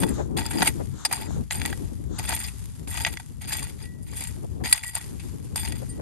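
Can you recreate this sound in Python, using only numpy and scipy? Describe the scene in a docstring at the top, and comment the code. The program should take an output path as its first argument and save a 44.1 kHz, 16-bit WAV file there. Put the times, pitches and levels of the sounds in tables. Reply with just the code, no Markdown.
"""A steel hoe chops into dry gravelly soil and drags it back, about once every 0.6 s, close by and outdoors.
Bites and drags are noise made of tiny grain contacts, shaped by the cutting force; loose soil spills afterwards.
Stones knock on the blade as short noise bursts; the blade sings as resonances and rings freely as decaying sines.
Some swings swish as smooth noise, and a breeze buffets the ports of a closely spaced microphone pair."""
import sys
import numpy as np
from scipy import signal
from scipy.fft import rfft, irfft, next_fast_len
from scipy.io import wavfile
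from scipy.ndimage import map_coordinates

SR = 44100
rng = np.random.default_rng(int(sys.argv[2]) if len(sys.argv) > 2 else 0)


def master_out(mix):
    """Clip the mix to full scale and print it as 16-bit PCM to the path in sys.argv[1]."""
    frames = np.transpose(np.atleast_2d(mix))
    ceiling = np.clip(frames, -1, 1)
    pcm = np.round(ceiling * 32767).astype(np.int16)
    wavfile.write(sys.argv[1], SR, pcm)


N = 265041
TIME = np.arange(N) / SR

# modes of the steel blade: [f/Hz, width in soil/Hz, lift in soil/dB, relative free ring/dB, free t60/s]
BLADE_MODES = [(898, 69, 13.5, -33, 0.018), (1938, 42, 10.5, -1, 0.48), (3424, 37, 10.5, -22, 0.032),
               (4810, 88, 14.5, -4, 0.084), (7432, 94, 16, 4, 0.041), (8895, 80, 18, 8, 0.1),
               (9460, 85, 10, 4, 0.074), (11100, 32, 10.5, -20, .03), (11820, 69, 16, -10, 0.042),
               (12650, 100, 10, -20, .03)]
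# state of the ground, packed (thuds, damps the steel) or loose (lets it sing): [t/s, thud/dB, ring/dB]
GROUND_STATE = [(0, 0.5, 2), (2.35, -7.5, 1.5), (2.9, -6, 2), (3.5, -11, 1.5), (4.7, -13.5, 3),
                (5.6, -8.5, 4)]
# spectrum of crunching gravel: [f/Hz, relative level per Hz/dB]
GRAVEL_SPECTRUM = [(200, -13.5), (500, -19), (1150, -5.5), (1600, 2.5), (2400, 10.5), (3000, 2),
                   (4200, 2.5), (5700, -8), (6600, 1.5), (8100, -22.5), (10000, -29), (14000, -49)]
# spectrum of a dull thud: [f/Hz, relative level per Hz/dB]
THUD_SPECTRUM = [(100, -35), (350, -14), (750, 10), (1100, -3), (1700, 8), (4000, -22)]


def amp(db):
    """Level to amplitude: 20 dB is a factor of ten."""
    return 10 ** (np.asarray(db) / 20)


def unit(x):
    """Normalisation to an rms of 1."""
    return x / np.sqrt(np.mean(np.abs(x) ** 2) + 1e-20)


def along(points, hz):
    """Linear interpolation of (f, value) points on a logarithmic frequency axis."""
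    f, v = np.transpose(points)
    return np.interp(np.log(hz + 1), np.log(f + 1), v)


def gains(rows):
    """Gain curves over time, interpolated in dB, one for each column after t."""
    s, *columns = np.transpose(rows)
    return np.array([amp(np.interp(TIME, s, column)) for column in columns])


def wobble(rate):
    """Slow random modulation: a smooth curve through rate random knots a second."""
    knots = rng.standard_normal(int(N * rate / SR) + 4)
    return map_coordinates(knots, [TIME * rate], mode="nearest")


def filtered(x, response):
    """Linear filtering: the spectrum of x times a complex frequency response."""
    m = 2 * next_fast_len(N // 2 + 8192)  # zero padding leaves room for the filter's tail
    return irfft(rfft(x, m) * response(np.fft.rfftfreq(m, 1 / SR)), m)[..., :N]


def colour(points, hz):
    """Minimum-phase (causal) response of the given spectrum and mean power gain 1, by a folded cepstrum."""
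    cepstrum = irfft(np.log(amp(along(points, hz))))
    half = len(cepstrum) // 2
    cepstrum[1:half] *= 2
    cepstrum[half + 1:] = 0
    return unit(np.exp(rfft(cepstrum)))


def coloured(x, spectrum):
    """Spectral shaping of x by a minimum-phase filter."""
    return filtered(x, lambda hz: colour(spectrum, hz))


def grains(rate, spread_db, life, bed):
    """Shot noise: rate tiny contacts a second, of random size and moment, over a bed of finer dust."""
    size_db = spread_db * np.clip(rng.standard_normal(N), -3, 2.2)
    hits = (rng.random(N) < rate / SR) * amp(size_db) ** 2
    power = signal.lfilter([1], [1, -np.exp(-1 / (life * SR))], hits)  # each contact lasts about life seconds
    return unit(np.sqrt(power / power.mean() + abs(bed)) * rng.standard_normal((2, N)))


def surge(s, rise, hold, fall_db_per_s):
    """Transient envelope: opens exponentially from s, then decays at a constant dB rate once hold is over."""
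    t = np.maximum(TIME - s, 0)
    return (1 - np.exp(-t / rise)) * amp(-fall_db_per_s * np.maximum(t - hold, 0))


def pull(s, rise, fall):
    """Frictional load of a drag: force builds up, slackens and ends as the blade lifts."""
    swell_db, fade_db = 15.5, 15  # gain up to full pull, loss while letting go
    lift_s = 0.022  # fade at either end, as the blade enters and leaves the soil
    force_db = np.interp(TIME - s, [0, rise, rise + fall], [-swell_db, 0, -fade_db])
    nearest_end = np.minimum(TIME - s, s + rise + fall - TIME)
    return np.clip(nearest_end / lift_s + 1, 0, 1) * amp(force_db)


def pebbles(spread_db, count):
    """Damped oscillation: small stones click at their own pitch and die within a few cycles; rms 1."""
    centre_hz, spread_octaves = 2814, 0.664
    decay_cycles = 5  # cycles to fall to 1/e
    moment, channel = rng.random((2, count, 1))
    pitch, size = np.clip(rng.standard_normal((2, count, 1)), -2, 2)
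    k = np.arange(SR // 80)
    cycles = centre_hz * 2 ** (spread_octaves * pitch) * k / SR
    clicks = amp(spread_db * size) * np.sin(2 * np.pi * cycles) * np.exp(-cycles / decay_cycles)
    index = ((moment * N).astype(int) + k).ravel()
    shares = np.cos(2 * np.pi * channel), np.sin(2 * np.pi * channel)
    return unit(np.array([np.bincount(index, (clicks * share).ravel(), N)[:N] for share in shares]))


def drags():
    """Stick-slip friction: each slip of the blade lets go a clump of dry grains; pebbles click among them."""
    # the edge bites into the soil: [t/s, relative gravel crunch/dB, relative fine grit/dB, cutting time/s]
    bites = [(0.0, -40, -28, 0.026), (0.365, -31.5, -29, 0.036), (1.503, -36, -31, 0.061),
             (2.183, -35.5, -31.5, 0.015), (2.872, -45, -30, 0.012), (3.408, -45, -42.5, 0.039),
             (3.472, -41, -38.5, 0.053), (4.023, -65.5, -45, 0.014), (4.133, -64, -39.5, 0.056),
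             (4.636, -33, -31, 0.035), (5.556, -36.5, -33, .035)]
    # the blade is pulled: [t/s, time to full pull/s, time to let go/s, relative crunch/dB, relative grit/dB]
    strokes = [(0.05, 0.035, 0.07, -46.5, -38), (0.421, 0.036, .03, -38, -36.5),
               (0.501, 0.16, 0.034, -31, -27), (1.096, 0.036, 0.13, -33, -29.5),
               (1.58, 0.093, 0.073, -38, -37.5), (2.237, 0.045, .2, -32, -26.5),
               (2.909, 0.04, 0.21, -35, -30.5), (3.49, 0.061, 0.15, -34.5, -30),
               (3.79, 0.038, 0.034, -44.5, -41), (4.071, 0.17, 0.059, -38, -32.5),
               (4.67, 0.061, 0.073, -32.5, -28.5), (4.828, 0.012, 0.089, -39.5, -32.5),
               (4.93, 0.024, 0.079, -37.5, -34.5), (5.6, 0.052, 0.14, -39, -37)]
    # spectrum of fine grit: [f/Hz, relative level per Hz/dB]
    grit_spectrum = [(3000, -26), (7500, -11.5), (8800, -8), (10100, 5.5), (11000, -2.5), (12000, -15),
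                     (12800, -16), (13500, -18), (16000, -54)]
    bite_rise_s, bite_fall_db_per_s = 0.002, 447

    crunch, grit = np.zeros((2, N))
    for s, crunch_db, grit_db, hold in bites:
        force = surge(s, bite_rise_s, hold, bite_fall_db_per_s)
        crunch += force * amp(crunch_db)
        grit += force * amp(grit_db)
    for s, rise, fall, crunch_db, grit_db in strokes:
        force = pull(s, rise, fall)
        crunch += force * amp(crunch_db)
        grit += force * amp(grit_db)

    packed = gains(GROUND_STATE)[0]
    slips = wobble(70)  # coarse and fine grains are let go together
    coarse = crunch * unit(amp(2.3 * slips) * grains(rate=600, spread_db=7, life=.0007, bed=.25))
    fine = grit * unit(amp(2.8 * slips) * grains(rate=600, spread_db=7, life=.0005, bed=.2))
    gravel = coloured(coarse * amp(-3.5), GRAVEL_SPECTRUM)
    thud = coloured(coarse * packed * amp(-5), THUD_SPECTRUM)
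    hiss = coloured(fine * amp(-5), grit_spectrum)
    clicks = crunch * amp(-11) * pebbles(spread_db=2.5, count=900)
    return gravel + thud + hiss + clicks


def blade_modes(hz, modes):
    """Modal resonance: the lift that the blade, damped by soil, gives near each of its modes."""
    response = 0
    for centre, width, lift_db, _, _ in modes:
        damping = 1j * hz * width
        response = response + (amp(lift_db) - 1) * damping / (centre ** 2 - hz ** 2 + damping)
    return response


def singing(force):
    """Forced vibration: scraping drives three sets of blade modes, which come and go independently."""
    wander_db = 2  # the point of contact moves along the blade and favours now one set, now another
    out = 0
    for modes in (BLADE_MODES[0::3], BLADE_MODES[1::3], BLADE_MODES[2::3]):
        drive = force * unit(amp(wander_db * wobble(28)))
        out = out + filtered(drive, lambda hz: blade_modes(hz, modes))
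    return out


def eddies(spectrum, size):
    """Turbulence: noise whose spectrum shifts upward as the eddies get smaller."""
    return filtered(rng.standard_normal((2, N)), lambda hz: colour(spectrum, hz * size))


def wind():
    """Turbulent pressure: eddies push on the ports in lumps, harder on the left, partly in opposite phase."""
    # breeze: [t/s, relative rumble/dB, relative buffeting/dB]
    breeze = [(0.0, -37.5, -34), (0.17, -36, -39.5), (0.57, -39, -36), (0.95, -37.5, -47.5),
              (1.04, -53, -59), (1.39, -31.5, -33.5), (1.5, -46, -67), (1.57, -38.5, -39),
              (2.31, -38.5, -47.5), (2.46, -43, -58.5), (3.11, -40.5, -49.5), (3.2, -46, -64),
              (3.53, -41.5, -50.5), (4.03, -44, -55.5), (4.63, -39, -45), (4.79, -53, -65),
              (5.1, -42.5, -51.5), (6.01, -38.5, -44)]
    # single gusts slap the ports: [t/s, relative level/dB, half length to 1/e/s]
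    gusts = [(0.203, -22.5, 0.02), (0.81, -26, 0.013), (1.308, -24, 0.0025), (1.369, -34, 0.012),
             (3.628, -44, 0.015), (3.798, -52, 0.01), (4.445, -36.5, 0.012), (4.613, -32, 0.011),
             (5.828, -34.5, 0.013), (6.0, -28, 0.0066)]
    # spectrum of the rumble: [f/Hz, relative level per Hz/dB]
    rumble_spectrum = [(15, -57), (30, -18), (50, -6), (65, 0), (100, -3.5), (150, -7), (250, -21),
                       (600, -75)]
    # spectrum of the buffeting: [f/Hz, relative level per Hz/dB]
    buffet_spectrum = [(80, -16.5), (180, 0), (280, 0.5), (420, -7.5), (650, -20), (1100, -27), (2500, -57),
                       (6000, -62)]

    rumble, buffet = gains(breeze)
    puffs = sum(amp(db) * np.exp(-((TIME - s) / length) ** 2) for s, db, length in gusts)
    low = eddies(rumble_spectrum, size=1) * rumble * amp(6.5)
    lumps = unit(amp(4.48 * wobble(35)))
    high = eddies(buffet_spectrum, size=1) * buffet * lumps * amp(6.5)
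    slaps = eddies(buffet_spectrum, size=.5) * puffs * amp(-4.5)  # small fast eddies reach an octave higher
    apart, alike = (low + high + slaps) * amp([[0], [-5]])
    return np.array([amp(1.5) * (alike + apart), amp(-5.5) * (alike - apart)])


def trickle():
    """Granular flow: loose crumbs roll down the slope after the strokes, with single pebbles ticking."""
    # loosened soil lands and settles: [t/s, relative level/dB]
    spills = [(0.08, -55), (0.68, -45), (1.29, -52.5), (1.73, -46), (1.863, -86), (2.48, -47.5),
              (2.566, -56.5), (2.74, -64), (3.14, -52), (3.67, -51.5), (3.85, -78), (4.288, -50),
              (5.0, -45), (5.22, -52), (5.42, -58), (5.77, -48.5)]
    # spectrum of rolling soil: [f/Hz, relative level per Hz/dB]
    soil_spectrum = [(300, -23.5), (900, -2), (2300, -3.5), (5700, -5), (7200, -3.5), (8300, -3.5),
                     (10000, 5.5), (11500, 2.5), (12700, -31), (13600, -17), (16000, -61)]
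    rise_s, hold_s, fall_db_per_s = 0.012, 0.033, 53
    sliding = amp(-65)  # the slope never stops creeping
    for s, db in spills:
        sliding = sliding + amp(db) * surge(s, rise_s, hold_s, fall_db_per_s)
    crumbs = grains(rate=1500, spread_db=5.5, life=.0004, bed=.9)
    ticks = amp(-7) * grains(rate=90, spread_db=5, life=.0007, bed=0)
    flow = sliding * amp(-2) * (crumbs + ticks)
    # the blade resonates faintly with the flow
    return filtered(flow, lambda hz: colour(soil_spectrum, hz) * (1 + 0.24 * blade_modes(hz, BLADE_MODES)))


def stones():
    """Impact with brief grinding: a crack, the stone's own resonant clack, a dull thud and a bright edge."""
    # stones on the blade: [t/s, relative peak/dB, relative thud/dB, relative edge/dB, t60/s, stone f/Hz]
    knocks = [(0.0329, -12.5, -3.5, -7.5, 0.027, 1420), (0.462, -19.5, -15, 5, 0.016, 5160),
              (0.507, -23, -5, 5.5, 0.051, 2700), (0.607, -16.5, -9, -26, 0.011, 1920),
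              (0.62, -2.5, -7.5, -28, 0.015, 1520), (0.6246, -11.5, 2, 4, 0.029, 1690),
              (0.671, -6.5, -12.5, -0.5, 0.049, 2240), (1.049, -8, -8, 1, 0.039, 4800),
              (1.1115, -20.5, 0, -2, 0.022, 1600), (1.128, -19, -18, -13, 0.016, 4550),
              (1.508, -8, -12, -21, 0.013, 2100), (1.6159, -12, -10.5, -10, 0.012, 2460),
              (1.6517, -11.5, -12.5, -7, 0.016, 1940), (1.6596, -9.5, -29, 6, 0.0067, 1860),
              (1.727, -22, 4.5, -25, 0.016, 2470), (2.285, -23.5, 0.5, -14, 0.096, 860),
              (2.3222, -17, -2.5, -12, 0.032, 895), (2.439, -22, -28, -28, 0.053, 4640),
              (2.4811, -24.5, -36, -1, 0.04, 2490), (2.9725, -19.5, -14.5, -3.5, 0.033, 2700),
              (3.0485, 0, -20, -40, 0.012, 2300), (3.062, -13, -9, -12, 0.06, 2350),
              (3.1712, -12.5, -20, -20, 0.013, 2140), (3.1974, -26.5, -7, -2, 0.029, 2110),
              (4.7257, -2.5, -18, 3.5, 0.023, 4100), (4.7754, -19.5, -16, -2, 0.027, 2600),
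              (4.835, -16.5, -46, -2, 0.012, 2040), (4.9514, -27.5, -0.5, 20, 0.021, 4650),
              (5.1942, -32, -15, -5, 0.081, 2560), (5.5586, -15.5, -5, 5.5, 0.0093, 4950),
              (5.675, -20.5, -12.5, -8, 0.024, 2440), (5.722, -19, -13, -17, 0.018, 1960)]
    # spectrum of the bright edge: [f/Hz, relative level per Hz/dB]
    edge_spectrum = [(3000, -80), (7500, -2.5), (8700, 0.5), (9400, 9), (10200, 7), (11000, -3),
                     (12000, -8.5), (13000, -10), (16000, -48)]
    rise_share = .07  # rise time over t60: a stone that grinds longer also builds up more slowly

    crack, clack, thud, edge = np.zeros((4, 2, N + SR))
    t = np.arange(SR // 6) / SR
    for s, db, thud_db, edge_db, t60, pitch_hz in knocks:
        fade = amp(db - 60 * t / max(t60, .004)) * (1 - np.exp(-t / (rise_share * t60)))
        burst, knock = fade * rng.standard_normal((2, 2, len(t)))
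        body = signal.iirpeak(min(pitch_hz, SR / 4), 3, SR)
        start = round(s * SR)
        span = slice(start, start + len(t))
        crack[:, span] += amp(-8.5) * burst
        clack[:, span] += amp(5.5) * signal.lfilter(*body, signal.lfilter(*body, knock))
        thud[:, span] += amp(thud_db - 2.5) * burst
        edge[:, span] += amp(edge_db - 7) * burst
    out = clack[:, :N] + coloured(crack[:, :N], GRAVEL_SPECTRUM)
    return out + coloured(thud[:, :N], THUD_SPECTRUM) + coloured(edge[:, :N], edge_spectrum)


def swishes():
    """Aerodynamic noise: a soft, smooth swish swells and fades with a few swings of the arm."""
    # some swings of the arm: [t of greatest speed/s, swish level/dB]
    swings = [(0.17, -46), (1.02, -47.5), (1.32, -49), (2.19, -46.5)]
    # spectrum of the swish: [f/Hz, relative level per Hz/dB]
    swish_spectrum = [(400, -13), (900, 2), (1500, 1.5), (2500, -18), (3700, -3), (5000, -12), (7100, -1.5),
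                      (8500, -12), (12000, -43), (15000, -47)]
    swing_s = 0.074  # half length of a swish, to 1/e
    level = sum(amp(db) * np.exp(-((TIME - s) / swing_s) ** 2) for s, db in swings)
    return coloured(level * rng.standard_normal((2, N)), swish_spectrum)


def ringing():
    """Free vibration: out of the soil each mode decays at its own rate until the blade touches ground again."""
    # the blade springs free: [t/s, relative low modes/dB, relative high modes/dB, rise/s, time until damped/s]
    releases = [(3.10, -51, -52, .01, .15), (3.828, -43.5, -50, .01, .33), (4.64, -35, -42, .015, .06),
                (4.835, -33, -44, .025, .07), (5.89, -49, -32, .015, .3)]
    out, t = np.zeros((2, N + SR)), np.arange(SR // 2) / SR
    for s, low_db, high_db, rise, free in releases:
        contact = (1 - np.exp(-t / rise)) * np.exp(-np.maximum(t - free, 0) / 0.0024)
        start = round(s * SR)
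        for hz, _, _, ring_db, t60 in BLADE_MODES:
            db = ring_db + (low_db if hz < 3000 else high_db) + rng.normal(0, 1)
            # one signal of the pair only: ports() spreads it over left and right
            out[0, start:start + len(t)] += contact * amp(db - 60 * t / t60) * np.sin(2 * np.pi * hz * t)
    return out[:, :N]


def ports(pair):
    """Interchannel coherence: two unrelated signals become left and right of a closely spaced pair."""
    # likeness of left and right: [f/Hz, correlation]
    likeness = [(300, 0.079), (900, 0.51), (2400, 0.47), (3400, 0.092), (6000, 0.039), (8000, 0.068),
                (9300, 1), (12000, 1), (15000, 0.63)]
    # level of left over right: [f/Hz, L-R/dB]
    balance = [(300, -9), (900, 1), (2000, 0.5), (3400, 5.5), (5000, 5.5), (6800, 13.5), (8600, 1),
               (10000, 0)]
    # phase by which left leads: [f/Hz, phase/rad]
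    phase_lead = [(800, 0), (2500, .4), (7500, .3), (8900, -.45), (9500, -2.25), (10200, -3.14),
                  (11000, -4.3), (11800, -6.15), (12400, -6.45), (13500, -9.2), (16000, -12.6)]

    def mix(hz):
        angle = np.arccos(np.clip(along(likeness, hz), -1, 1)) / 2
        return np.array([np.cos(angle), np.sin(angle)])

    def split(hz):
        half = np.array([[.5], [-.5]])  # each channel takes half of the difference
        return amp(half * along(balance, hz)) * np.exp(1j * half * along(phase_lead, hz))

    mid, side = filtered(pair, mix)
    return filtered(np.array([mid + side, mid - side]), split)


def scene():
    """Superposition: the hoe at work reaches the pair through the air, the wind acts on the ports directly."""
    scrape, knocks = drags(), stones()
    looseness = gains(GROUND_STATE)[1]
    # a stone pressed hard against the blade mutes its ring
    steel = singing((scrape + amp(-4) * knocks) * looseness) + ringing()
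    return ports(scrape + knocks + steel + trickle() + swishes()) + wind()


def record(dry):
    """Clipping and band limiting: peaks stop at full scale and nothing above the top frequency is kept."""
    top_hz = 15830
    return filtered(np.clip(dry, -1, 1), lambda hz: hz < top_hz)


dry = scene()
out = record(dry)
master_out(out)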